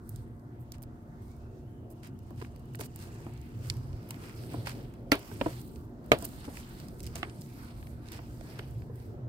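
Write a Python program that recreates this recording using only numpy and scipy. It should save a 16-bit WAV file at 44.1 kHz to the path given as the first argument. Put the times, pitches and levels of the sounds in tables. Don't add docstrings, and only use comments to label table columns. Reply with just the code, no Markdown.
import sys
import numpy as np
from scipy import signal
from scipy.fft import rfft, irfft
from scipy.io import wavfile

SR = 44100
rng = np.random.default_rng(int(sys.argv[2]) if len(sys.argv) > 2 else 0)


def to_wav(sig):
    pcm = np.clip(np.atleast_2d(sig), -1, 1) * 32767
    pcm = np.round(pcm).astype(np.int16)
    wavfile.write(sys.argv[1], SR, pcm.T)


def rack_gain(trim_db):
    fader = np.asarray(trim_db, float)
    return 10 ** (fader / 20)


N = 409248
CONTROL_STEP = 20

# (time [s], level [dB])
BREEZE = [(0.0, -51.5), (2.38, -56), (3.85, -51.5), (3.93, -46.5), (4.01, -58.5), (5.5, -48.5), (5.56, -53),
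          (7.0, -51), (7.11, -47.5), (7.42, -60.5), (7.65, -49.5), (7.68, -66.5), (7.75, -51), (9.28, -55)]
# (time [s], level [dB])
UNIT = [(0, -46), (1.7, -49.5), (2.04, -46), (3.49, -45.5), (3.62, -37.5), (3.9, -41), (4.34, -43.5),
        (4.55, -40), (4.88, -48.5), (5.27, -51), (5.45, -37.5), (5.63, -47), (6.12, -51), (7.78, -47.5),
        (9.28, -42.5)]
# (time [s], level [dB])
TRAFFIC = [(0, -56), (3.49, -54.5), (3.9, -53.5), (4.55, -47), (4.88, -51.5), (5.27, -52), (5.45, -49.5),
           (5.63, -54), (6.2, -50.5), (7.78, -53.5), (9.28, -52.5)]
# (frequency [Hz], density [dB per Hz])
AIR_SPECTRUM = [(15, -27.5), (28, -4), (45, -4), (111, -1), (180, -9), (242, -9.5), (370, -12.5),
                (480, -19), (720, -24), (1000, -33), (1500, -50), (2300, -47.5), (7300, -52.5),
                (16000, -63)]
# (frequency [Hz], correlation, clipped to -1..1)
AIR_LIKENESS = [(30, 0.94), (70, 0.91), (130, 0.99), (290, 0.83), (640, 0.71), (1410, -2.1), (3100, 0.42),
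                (15000, -0.66)]
# (frequency [Hz], left minus right [dB])
AIR_LEAN = [(60, -2.0), (240, 0.5), (950, -0.5), (3770, -5), (15000, 3)]
# (frequency [Hz], wander [Hz], level [dB])
MOTOR_TONES = [(236.3, 1.9, -57), (313.3, 7.1, -64.5), (352.3, 8.14, -63), (709.6, 1.2, -71.5),
               (890, 1.05, -76.5)]
CASING_HZ, CASING_WIDTH_HZ, CASING_DB = 118.2, 29, -49

# (start [s], hold [s], level [dB], dullness [dB])
REACHES = [(0.088, 0.02, -78, -14), (0.156, 0.038, -73, -3), (0.333, 0.22, -90, -6),
           (1.27, 0.095, -90, -14), (2.28, 0.8, -73.5, 2), (2.97, 0.26, -64, 4), (3.27, 0.86, -66.5, 3.5),
           (3.647, 0.042, -58.5, 0.5), (4.112, 0.17, -60.5, 3), (4.223, 0.068, -62.5, 1),
           (4.375, 0.088, -59.5, -0.5), (4.515, 0.28, -59, 2), (4.857, 0.12, -71.5, 6),
           (5.17, 0.2, -58.5, 1.5), (5.408, 0.19, -60.5, 1), (5.618, 0.15, -68.5, -2.5),
           (6.053, 0.087, -67.5, 3.5), (6.204, 0.049, -54.5, 0.5), (6.314, 0.53, -60.5, 1),
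           (6.9, 0.34, -67, -2.5), (7.152, 0.13, -62, 6.5), (7.352, 0.3, -64.5, -1),
           (7.595, 0.089, -63.5, 6), (7.767, 0.15, -64.5, 1.5), (8.047, 0.16, -65, 5),
           (8.23, 0.32, -66, -1), (8.443, 0.16, -63, 3), (8.626, .2, -69, 1.5), (8.956, 0.11, -69.5, 0)]
REACH_IN_DB_PER_S, REACH_OUT_DB_PER_S = 222.5, 131.5
# dull, middle, bright part [dB]
REACH_COLOUR_DB = [-6.5, 2, -3]
# dull, middle, bright part [dB]
REST_DB = [-70, -106, -82]
# (time [s], length [s], level [dB], dullness [dB])
SCUFFS = [(0.59, 0.05, -79.5, -16), (0.73, 0.039, -62.5, 6.5), (1.21, 0.11, -71.5, -3),
          (1.898, 0.036, -68.5, -10), (2.027, 0.067, -57.5, 6.5), (2.365, 0.12, -61, 5),
          (2.788, 0.016, -53, 1.5), (2.8, 0.023, -44.5, -2), (2.821, 0.024, -52.5, 5),
          (2.842, 0.028, -54, -2), (2.979, 0.11, -56, 1), (4.185, 0.17, -65, 14), (4.507, 0.062, -68, 15.5),
          (4.654, 0.074, -47, 8), (5.152, 0.005, -50, -10), (5.189, .011, -60, -7), (5.399, 0.16, -54, 5.5),
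          (6.237, 0.036, -50, -1), (6.44, 0.029, -54, 6.5), (6.533, 0.1, -54.5, 2), (7.033, 0.083, -59, 5),
          (7.151, 0.019, -46, 5), (7.152, 0.067, -55, 4), (7.226, 0.028, -64.5, 26.5),
          (8.048, 0.096, -63, 7), (8.115, 0.071, -51.5, 7), (8.46, 0.22, -68.5, 15)]
# (time [s], peak [dB], dullness [dB])
LEAVES = [(0.0925, -41, -20), (0.16, -37, -6), (0.7202, -30, -2.5), (1.315, -52, -7), (2.072, -46, -12),
          (2.19, -47.5, -5), (1.3658, -59, -10), (1.9031, -54, -8), (2.0393, -49, 6), (2.361, -53, -3),
          (2.5945, -50, -4), (2.6564, -57, -13), (3.1462, -47, 0), (3.2041, -47, -3), (3.6122, -52, 4),
          (6.0422, -53, -3), (6.2886, -43, -8), (6.7875, -48, 2), (9.0, -48, 8), (2.754, -35, -6),
          (2.8444, -52, -2), (3.337, -46, -4), (3.4147, -46, -3), (3.376, -46, 3), (3.6995, -15, 7.5),
          (3.739, -45, -6), (4.3625, -46, 6), (4.535, -44, -8), (5.1162, -26, 14), (5.6146, -42, -8.5),
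          (5.7586, -41, 11), (6.187, -35.5, -11), (6.2243, -32.5, -7), (6.248, -25, -3), (6.8003, -37.5, 6),
          (6.884, -36, -2), (7.004, -31, 0.5), (7.0306, -36.5, -5), (7.0427, -36, 3), (7.0355, -35.5, 0),
          (7.0558, -38.5, 9), (7.066, -30.5, -1), (7.072, -31.5, 7), (7.1559, -25, -1), (7.297, -38, 12),
          (7.409, -45, -1), (7.412, -39, -7), (7.418, -36, 1), (6.995, -42, 4), (7.02, -55, 4),
          (7.177, -40, 1), (7.192, -40, -2), (.395, -56, -1), (2.738, -50, -2), (8.165, -44, 2),
          (8.086, -35.5, 10), (8.069, -45, 5), (8.078, -45, 4), (5.228, -42, 2), (3.59, -52, -3),
          (3.93, -47, 13), (8.4098, -41.5, 8)]
# (time [s], peak [dB], dullness [dB])
STALKS = [(.0761, -69, -19), (.7821, -50.5, 3), (.821, -46, -3), (.8275, -49, -13), (.835, -43.5, 1),
          (2.3056, -52, -1), (2.417, -43.5, 10), (2.4473, -49, 15.5), (2.424, -45, 6), (4.143, -50, 14),
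          (2.5612, -48.5, 0), (2.7476, -44.5, 16.5), (2.8085, -31.5, 5), (2.96, -39.5, -7),
          (3.768, -44.5, 2.5), (4.0895, -58, -21), (4.1071, -28, 1.5), (4.295, -46, 9), (4.436, -46, 7),
          (4.672, -31, 8), (4.693, -38, -4), (4.938, -48, 7), (6.0614, -52, -6), (6.2515, -32, -10.5),
          (6.571, -41.5, 11), (7.827, -55, 21), (7.87, -50, 11), (7.231, -46, 24), (4.521, -51, 11),
          (4.718, -52.5, 4), (8.1191, -35, 1), (8.144, -44, 7), (8.59, -36.5, 8), (8.82, -56, 16),
          (8.957, -54.5, -6)]
LEAF_HUMP_DB, STALK_HUMP_DB, SCUFF_HUMP_DB = 10.5, 2, 5.5
LEAF_FLOOR_DB, BROAD_FLOOR_DB = -31.5, -10
SNAP_T60_S, CLICK_DB, SCATTER_DB = 0.009, 12, -14.5
# (frequency [Hz], gain [dB])
HAND_COLOUR = [(500, -21.5), (800, 10.5), (1500, 8), (2500, 1.5), (3700, -5.5), (4800, -1.5), (6200, -6),
               (7500, -4.5), (8700, 1.5), (10500, -5), (12500, -2), (14500, -1), (16500, -9)]
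# (frequency [Hz], left minus right [dB])
HAND_LEAN = [(60, -2.0), (180, -0.5), (550, 4), (1650, -1.5), (4970, -3.5), (15000, -5.5)]
HAND_LAG_S, WALL_LAG_S = 0.00026, 0.00017

# (time [s], frequency [Hz], level [dB], blur [Hz])
WHINE = [(1.0, 1950, -86, 80), (1.15, 1980, -88, 80), (1.18, 2090, -78, 50), (1.29, 2160, -83, 50),
         (1.31, 2230, -75, 10), (1.37, 2230, -77, 10), (1.39, 2400, -95, 60), (1.41, 2580, -78, 40),
         (1.56, 2600, -85, 90), (1.66, 2780, -83, 90), (1.68, 3050, -81, 50), (1.84, 3050, -81, 60),
         (1.87, 2900, -83, 110), (2.15, 2900, -81, 120), (2.7, 2920, -78, 120), (3.15, 2650, -71, 150),
         (3.3, 2450, -73, 150), (3.55, 2100, -105, 150)]

# (time [s], peak [dB], wall pitch [Hz], hardness [dB], t60 [s])
TAPS = [(2.308, -45.5, 316, -22, 0.02), (2.414, -50.5, 454, 4, 0.025), (2.422, -47, 446, -6, 0.026),
        (2.794, -49.5, 437, -16, 0.047), (2.812, -44.5, 290, -5, 0.038), (3.266, -40.5, 290, -9, 0.02),
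        (4.541, -42.5, 303, -7, 0.05), (4.67, -45.5, 610, 6, 0.023), (5.314, -52.5, 440, -5, 0.057),
        (5.412, -33, 281, 7, 0.044), (5.46, -33.5, 313, -9, 0.071), (6.223, -50.5, 293, -8, 0.15),
        (6.478, -39.5, 279, -42, 0.042), (7.156, -56.5, 645, -29, 0.059), (7.23, -40.5, 335, 16.5, 0.022),
        (8.19, -51.5, 317, 3, 0.037), (8.41, -52.5, 670, -26, 0.025), (8.593, -47, 430, 17.5, 0.02),
        (8.69, -69, 437, -35, 0.036), (8.897, -52.5, 462, -60, 0.049)]
# (pitch ratio, level [dB])
WALL_OVERTONES = [(1.0, 14), (1.55, 6.5), (2.2, 8), (3.3, 5.5), (4.4, -17)]
UPPER_DB, UPPER_PER_HARDNESS = -8.5, 0.22
TOP_PER_HARDNESS = 0.3
# (time [s], peak [dB], crack [dB], crack dullness [dB], tail [dB])
BLOWS = [
    (5.1181, -9, -22.5, 1, -23),
    (5.1217, -24.5, -33, 7, -35),
    (6.1178, -6, -22, 7.5, -27.5),
    (6.133, -16, -48.5, 9, -40),
]
SOFT_DB_PER_OCTAVE = [0.6, 3, 0.69, 15]
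TAIL_BOOM_DB = [-7, -6, 0.5, -1.5]
# (frequency [Hz], level [dB], t60 [s])
POT_MODES = [(136, -2.5, 0.029), (290, 4, 0.062), (401.6, -13.5, 0.17), (563, -10, .06), (660, -3, 0.065),
             (814, -1.5, 0.021), (1028, -8.5, 0.04), (1370, -9.5, 0.06), (1560, -11, 0.064),
             (1960, 1, 0.016), (2730, -10.5, 0.065), (4470, 3, 0.0077)]
# (frequency [Hz], level [dB], t60 [s])
PLANTER_MODES = [(137.7, -7.5, 0.053), (231, -54.5, 0.11), (318, 0.5, 0.026), (466, 3, 0.032),
                 (574, -2, 0.028), (626, 6, 0.022), (730, -21, 0.023), (962, 2, 0.0091),
                 (1212, -4.5, 0.054), (1500, -36, 0.027), (2270, 2, 0.023), (2940, -14, 0.0146),
                 (3450, -26.5, 0.011)]
BUILD_UP_CYCLES = 0.44
# (frequency [Hz], left minus right [dB])
WALL_LEAN = [(120, 1), (300, 8), (600, 1), (1500, -5.5), (2400, -5), (4000, -0.5), (12000, -8)]
# (frequency [Hz], share [0..1])
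WALL_LIKENESS = [(600, .8), (1100, .55), (3000, .4)]


def rms_one(x):
    return x / np.sqrt(np.mean(x ** 2) + 1e-20)


def in_time(rows):
    s, *columns = np.transpose(rows)
    step_s = np.arange(N // CONTROL_STEP + 2) * CONTROL_STEP / SR
    return [np.interp(step_s, s, column) for column in columns]


def fine(control):
    return np.interp(np.arange(N) / CONTROL_STEP, np.arange(len(control)), control)


def drift(rate_hz):
    r = np.exp(-2 * np.pi * CONTROL_STEP * rate_hz / SR)
    chance = rng.standard_normal(N // CONTROL_STEP + 2002)
    return rms_one(signal.lfilter([1], [1, -2 * r, r * r], chance)[2000:])


def at_hz(points, hz):
    points_hz, values = np.transpose(points)
    return np.interp(np.log(hz), np.log(points_hz), values)


def lean_gain(points, hz):
    return rack_gain(at_hz(points, hz) / 2 * np.array([[1], [-1]]))


def fft_hz():
    return np.maximum(np.arange(N // 2 + 1) * SR / N, 1)


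def colour(x, points):
    return irfft(rfft(x) * rack_gain(at_hz(points, fft_hz())), N)


def band(x, low_hz, high_hz):
    return signal.sosfilt(signal.butter(2, [low_hz, high_hz], "band", fs=SR, output="sos"), x)


def add(track, sound, s):
    i = round(s * SR)
    track[..., i:i + sound.shape[-1]] += sound[..., :N - i]


def garden_air():
    swells_db = [db - db.mean() for db in in_time(BREEZE) + in_time(UNIT) + in_time(TRAFFIC)] + [0]
    edges_hz = [22, 42, 85, 135, 200, 320, 500, 750, 1100, 1800, 3500, 8000, 17000]
    white = rng.standard_normal((2, 2, N))
    out = 0
    for k, (low, high) in enumerate(zip(edges_hz, edges_hz[1:])):
        mid, side = band(white[k % 2], low, high)
        hz = np.sqrt(low * high)
        alike = np.clip(at_hz(AIR_LIKENESS, hz), -1, 1)
        swell_db = swells_db[np.searchsorted([85, 140, 1000], hz)]
        gain = fine(rack_gain(swell_db - 25.5 + 2.6 * drift(4.2)))
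        pair = np.sqrt(1 + alike) * mid + np.sqrt(1 - alike) * side * [[1], [-1]]
        out = out + gain * lean_gain(AIR_LEAN, hz) * pair
    out = colour(out, AIR_SPECTRUM)
    for hz, wander_hz, level_db in MOTOR_TONES:
        phase = np.cumsum(fine(hz + wander_hz * drift(2.963))) * 2 * np.pi / SR
        out += fine(np.sqrt(2) * rack_gain(level_db + 0.95 * drift(7))) * np.sin(phase)
    return out


def casing():
    r = np.exp(-np.pi * CASING_WIDTH_HZ / SR)
    poles = [1, -2 * r * np.cos(2 * np.pi * CASING_HZ / SR), r * r]
    boom = rng.standard_normal(N)
    for _ in range(2):
        boom = signal.lfilter([1, 0, -1], poles, boom)
    unit_db, = in_time(UNIT)
    return rms_one(boom) * fine(rack_gain(CASING_DB + unit_db - unit_db.mean()))


def grit(per_s, spread_db, clump_db, bed):
    sizes = rack_gain(spread_db * np.minimum(rng.exponential(1, N), 4))
    born = rng.random(N) < per_s * fine(rack_gain(clump_db * drift(25))) / SR
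    return rms_one(bed + rms_one(signal.lfilter([1], [1, -0.97], sizes * born)))


def tilt(hz, dull_db, hump_db, floor_db):
    low_db = dull_db - hump_db
    levels_db = [low_db + floor_db, low_db - 0.5, 0, 0.5 - dull_db - hump_db]
    return np.interp(np.log(hz), np.log([1200, 2500, 6000, 12500]), levels_db)


def reaching(hz):
    t = np.arange(N // CONTROL_STEP + 2) * CONTROL_STEP / SR
    place = np.interp(np.log(hz), np.log([1600, 3900, 10500]), [0, 1, 2])
    power = rack_gain(2 * np.interp(place, range(3), REST_DB))
    colour_db = np.interp(place, range(3), REACH_COLOUR_DB)
    for s, hold_s, level_db, dull_db in REACHES:
        rise_db = REACH_IN_DB_PER_S * np.maximum(s - t, 0)
        fall_db = REACH_OUT_DB_PER_S * np.maximum(t - s - hold_s, 0)
        power = power + rack_gain(2 * (level_db + colour_db + dull_db * (1 - place) - rise_db - fall_db))
    return np.sqrt(power)


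def from_below(x, other, alike, lag_s):
    alike = np.clip(alike, 0, 1)
    late = np.roll(x, round(lag_s * SR))
    return np.array([alike * late + np.sqrt(1 - alike ** 2) * other, x])


def hands():
    snaps = [(*row, LEAF_HUMP_DB, LEAF_FLOOR_DB) for row in LEAVES]
    snaps += [(*row, STALK_HUMP_DB, BROAD_FLOOR_DB) for row in STALKS]
    bed = grit(600, 3.6, 4.5, 2.0)
    coarse = grit(600, 3.4, 3.5, 1.3)
    white = rng.standard_normal((2, 2, N))
    t = np.arange(SR // 12) / SR
    tints = rng.standard_normal((len(snaps), 16))
    crack = rack_gain(-60 * t / SNAP_T60_S) + rack_gain(SCATTER_DB - 60 * t / 0.04)
    strokes = [np.sin(np.pi * np.linspace(0, 1, round(1.146 * row[1] * SR)) ** 0.61) for row in SCUFFS]
    edges_hz = 700 * 2 ** (np.arange(0, 12.6) / 2.6)
    out = 0
    for k, (low, high) in enumerate(zip(edges_hz, edges_hz[1:])):
        hz = np.sqrt(low * high)
        grains = np.roll(bed if hz > 2000 else np.sqrt(bed), k // 4 * SR)
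        rub = fine(reaching(hz) * rack_gain(7.5 + 2 * drift(3.3))) * grains
        scuff, burst, click = np.zeros((3, N))
        for (s, _, level_db, dull_db), stroke in zip(SCUFFS, strokes):
            tilt_db = tilt(hz, dull_db, SCUFF_HUMP_DB, BROAD_FLOOR_DB)
            add(scuff, rack_gain(level_db + tilt_db + 8.5) * stroke, s)
        for (s, peak_db, dull_db, hump_db, floor_db), tint in zip(snaps, tints):
            size = rack_gain(peak_db + tilt(hz, dull_db, hump_db, floor_db) + 0.78 * tint[k] + 1.0)
            add(burst, size * crack, s)
            add(click, size * rack_gain([CLICK_DB]) * np.sign(tint[-1]), s)
        alike = at_hz([(700, 0.7), (4000, 0.16), (16000, 0.27)], hz)
        source = white[k % 2] * np.sqrt(rub ** 2 + (scuff * coarse) ** 2 + burst ** 2)
        pair = from_below(*source, alike, HAND_LAG_S) + from_below(click, click, 0.86, HAND_LAG_S)
        out = out + band(pair, low, high) * lean_gain(HAND_LEAN, hz)
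    return colour(out, HAND_COLOUR)


def far_whine():
    hz, level_db, blur_hz = in_time(WHINE)
    phase = np.cumsum(fine(hz + 20 * drift(8) + blur_hz * drift(70))) * 2 * np.pi / SR
    sides = [fine(drift(90)) * np.sin(phase) + fine(drift(90)) * np.cos(phase) for _ in "LR"]
    return fine(rack_gain(level_db + 2 * drift(16))) * np.array(sides)


def ring(hz, t60_s, rise_s):
    t = np.arange(SR // 4) / SR
    decay = rack_gain(-60 * t / max(t60_s, 0.003))
    return np.sin(2 * np.pi * hz * t) * decay * (1 - np.exp(-t / max(rise_s, 1e-5)))


def rattle(level_db, low_hz, high_hz, t60_s):
    t = np.arange(SR // 6) / SR
    noise = rng.standard_normal((2, len(t))) * rack_gain(level_db - 60 * t / max(t60_s, 0.003))
    steep = band(band(noise, low_hz, high_hz), low_hz, high_hz)
    return steep * np.sqrt(SR / 2 / (high_hz - low_hz))


def soft_taps(out):
    for s, peak_db, hz, hard_db, t60_s in TAPS:
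        upper_db = UPPER_DB + UPPER_PER_HARDNESS * hard_db + 10.0
        top_db = TOP_PER_HARDNESS * min(hard_db, 0)
        chances = rng.standard_normal((len(WALL_OVERTONES), 2))
        for (ratio, part_db), (detune, loudness) in zip(WALL_OVERTONES, chances):
            mode = ring(hz * ratio * (1 + 0.055 * detune), t60_s / np.sqrt(ratio), 0.63 / hz / ratio)
            level_db = peak_db + part_db + upper_db * (ratio > 1.3) + top_db * (ratio > np.e)
            add(out, rack_gain(level_db + 2.0 * loudness + 5.0) * mode * [[1], [-0.4]], s)
        add(out, rattle(peak_db + hard_db, 1020, 3490, 0.65 * t60_s), s)
        add(out, rattle(peak_db + hard_db - 23.0, 3600, 12300, 0.014), s)
        add(out, rattle(peak_db - 0.5, 113, 1080, 1.9 * t60_s), s)
        add(out, rattle(peak_db - 11.0, 270, 1000, 0.28), s)


def hard_blows(out):
    bodies = (POT_MODES, POT_MODES, PLANTER_MODES, PLANTER_MODES)
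    for blow, body, soft_db, boom_db in zip(BLOWS, bodies, SOFT_DB_PER_OCTAVE, TAIL_BOOM_DB):
        s, peak_db, crack_db, dull_db, tail_db = blow
        for k, (hz, part_db, t60_s) in enumerate(body):
            level_db = peak_db + part_db - 4 - soft_db * max(np.log2(hz / 700), 0)
            other_path = np.clip(np.log(hz / 400), -0.6, 0.9) * (-1) ** k
            add(out, rack_gain(level_db) * ring(hz, t60_s, BUILD_UP_CYCLES / hz) * [[-1], [other_path]], s)
        add(out, rattle(crack_db + dull_db, 1500, 4000, 0.022), s)
        add(out, rattle(crack_db - 1.5, 4000, 8000, 0.014), s)
        add(out, rattle(crack_db - dull_db, 8000, 17000, 0.012), s)
        add(out, rattle(tail_db + boom_db, 220, 920, 0.19), s)
        add(out, rattle(tail_db + 0.5, 680, 3100, 0.11), s)
        add(out, rattle(tail_db - 7.5, 2100, 4800, 0.14), s)
        add(out, rattle(tail_db - 11.5, 4200, 15000, 0.093), s)


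def knocks():
    out = np.zeros((2, N))
    soft_taps(out)
    hard_blows(out)
    hz = fft_hz()
    alike = np.clip(at_hz(WALL_LIKENESS, hz), 0, 1)
    near, other = rfft(out)
    late = near * np.exp(-2j * np.pi * hz * WALL_LAG_S)
    left = alike * late + np.sqrt(1 - alike ** 2) * other
    return irfft(np.array([left, near]) * lean_gain(WALL_LEAN, hz), N)


def scene():
    return garden_air() + casing() + hands() + far_whine() + knocks()


def top_cut(x):
    return signal.sosfilt(signal.butter(12, 17070, fs=SR, output="sos"), x)


def record(dry):
    mix = signal.sosfilt(signal.butter(4, 36, "high", fs=SR, output="sos"), dry)
    mix = signal.sosfilt(signal.cheby2(14, 27, 16000, fs=SR, output="sos"), mix)
    return top_cut(mix)


dry = scene()
out = record(dry)
to_wav(out)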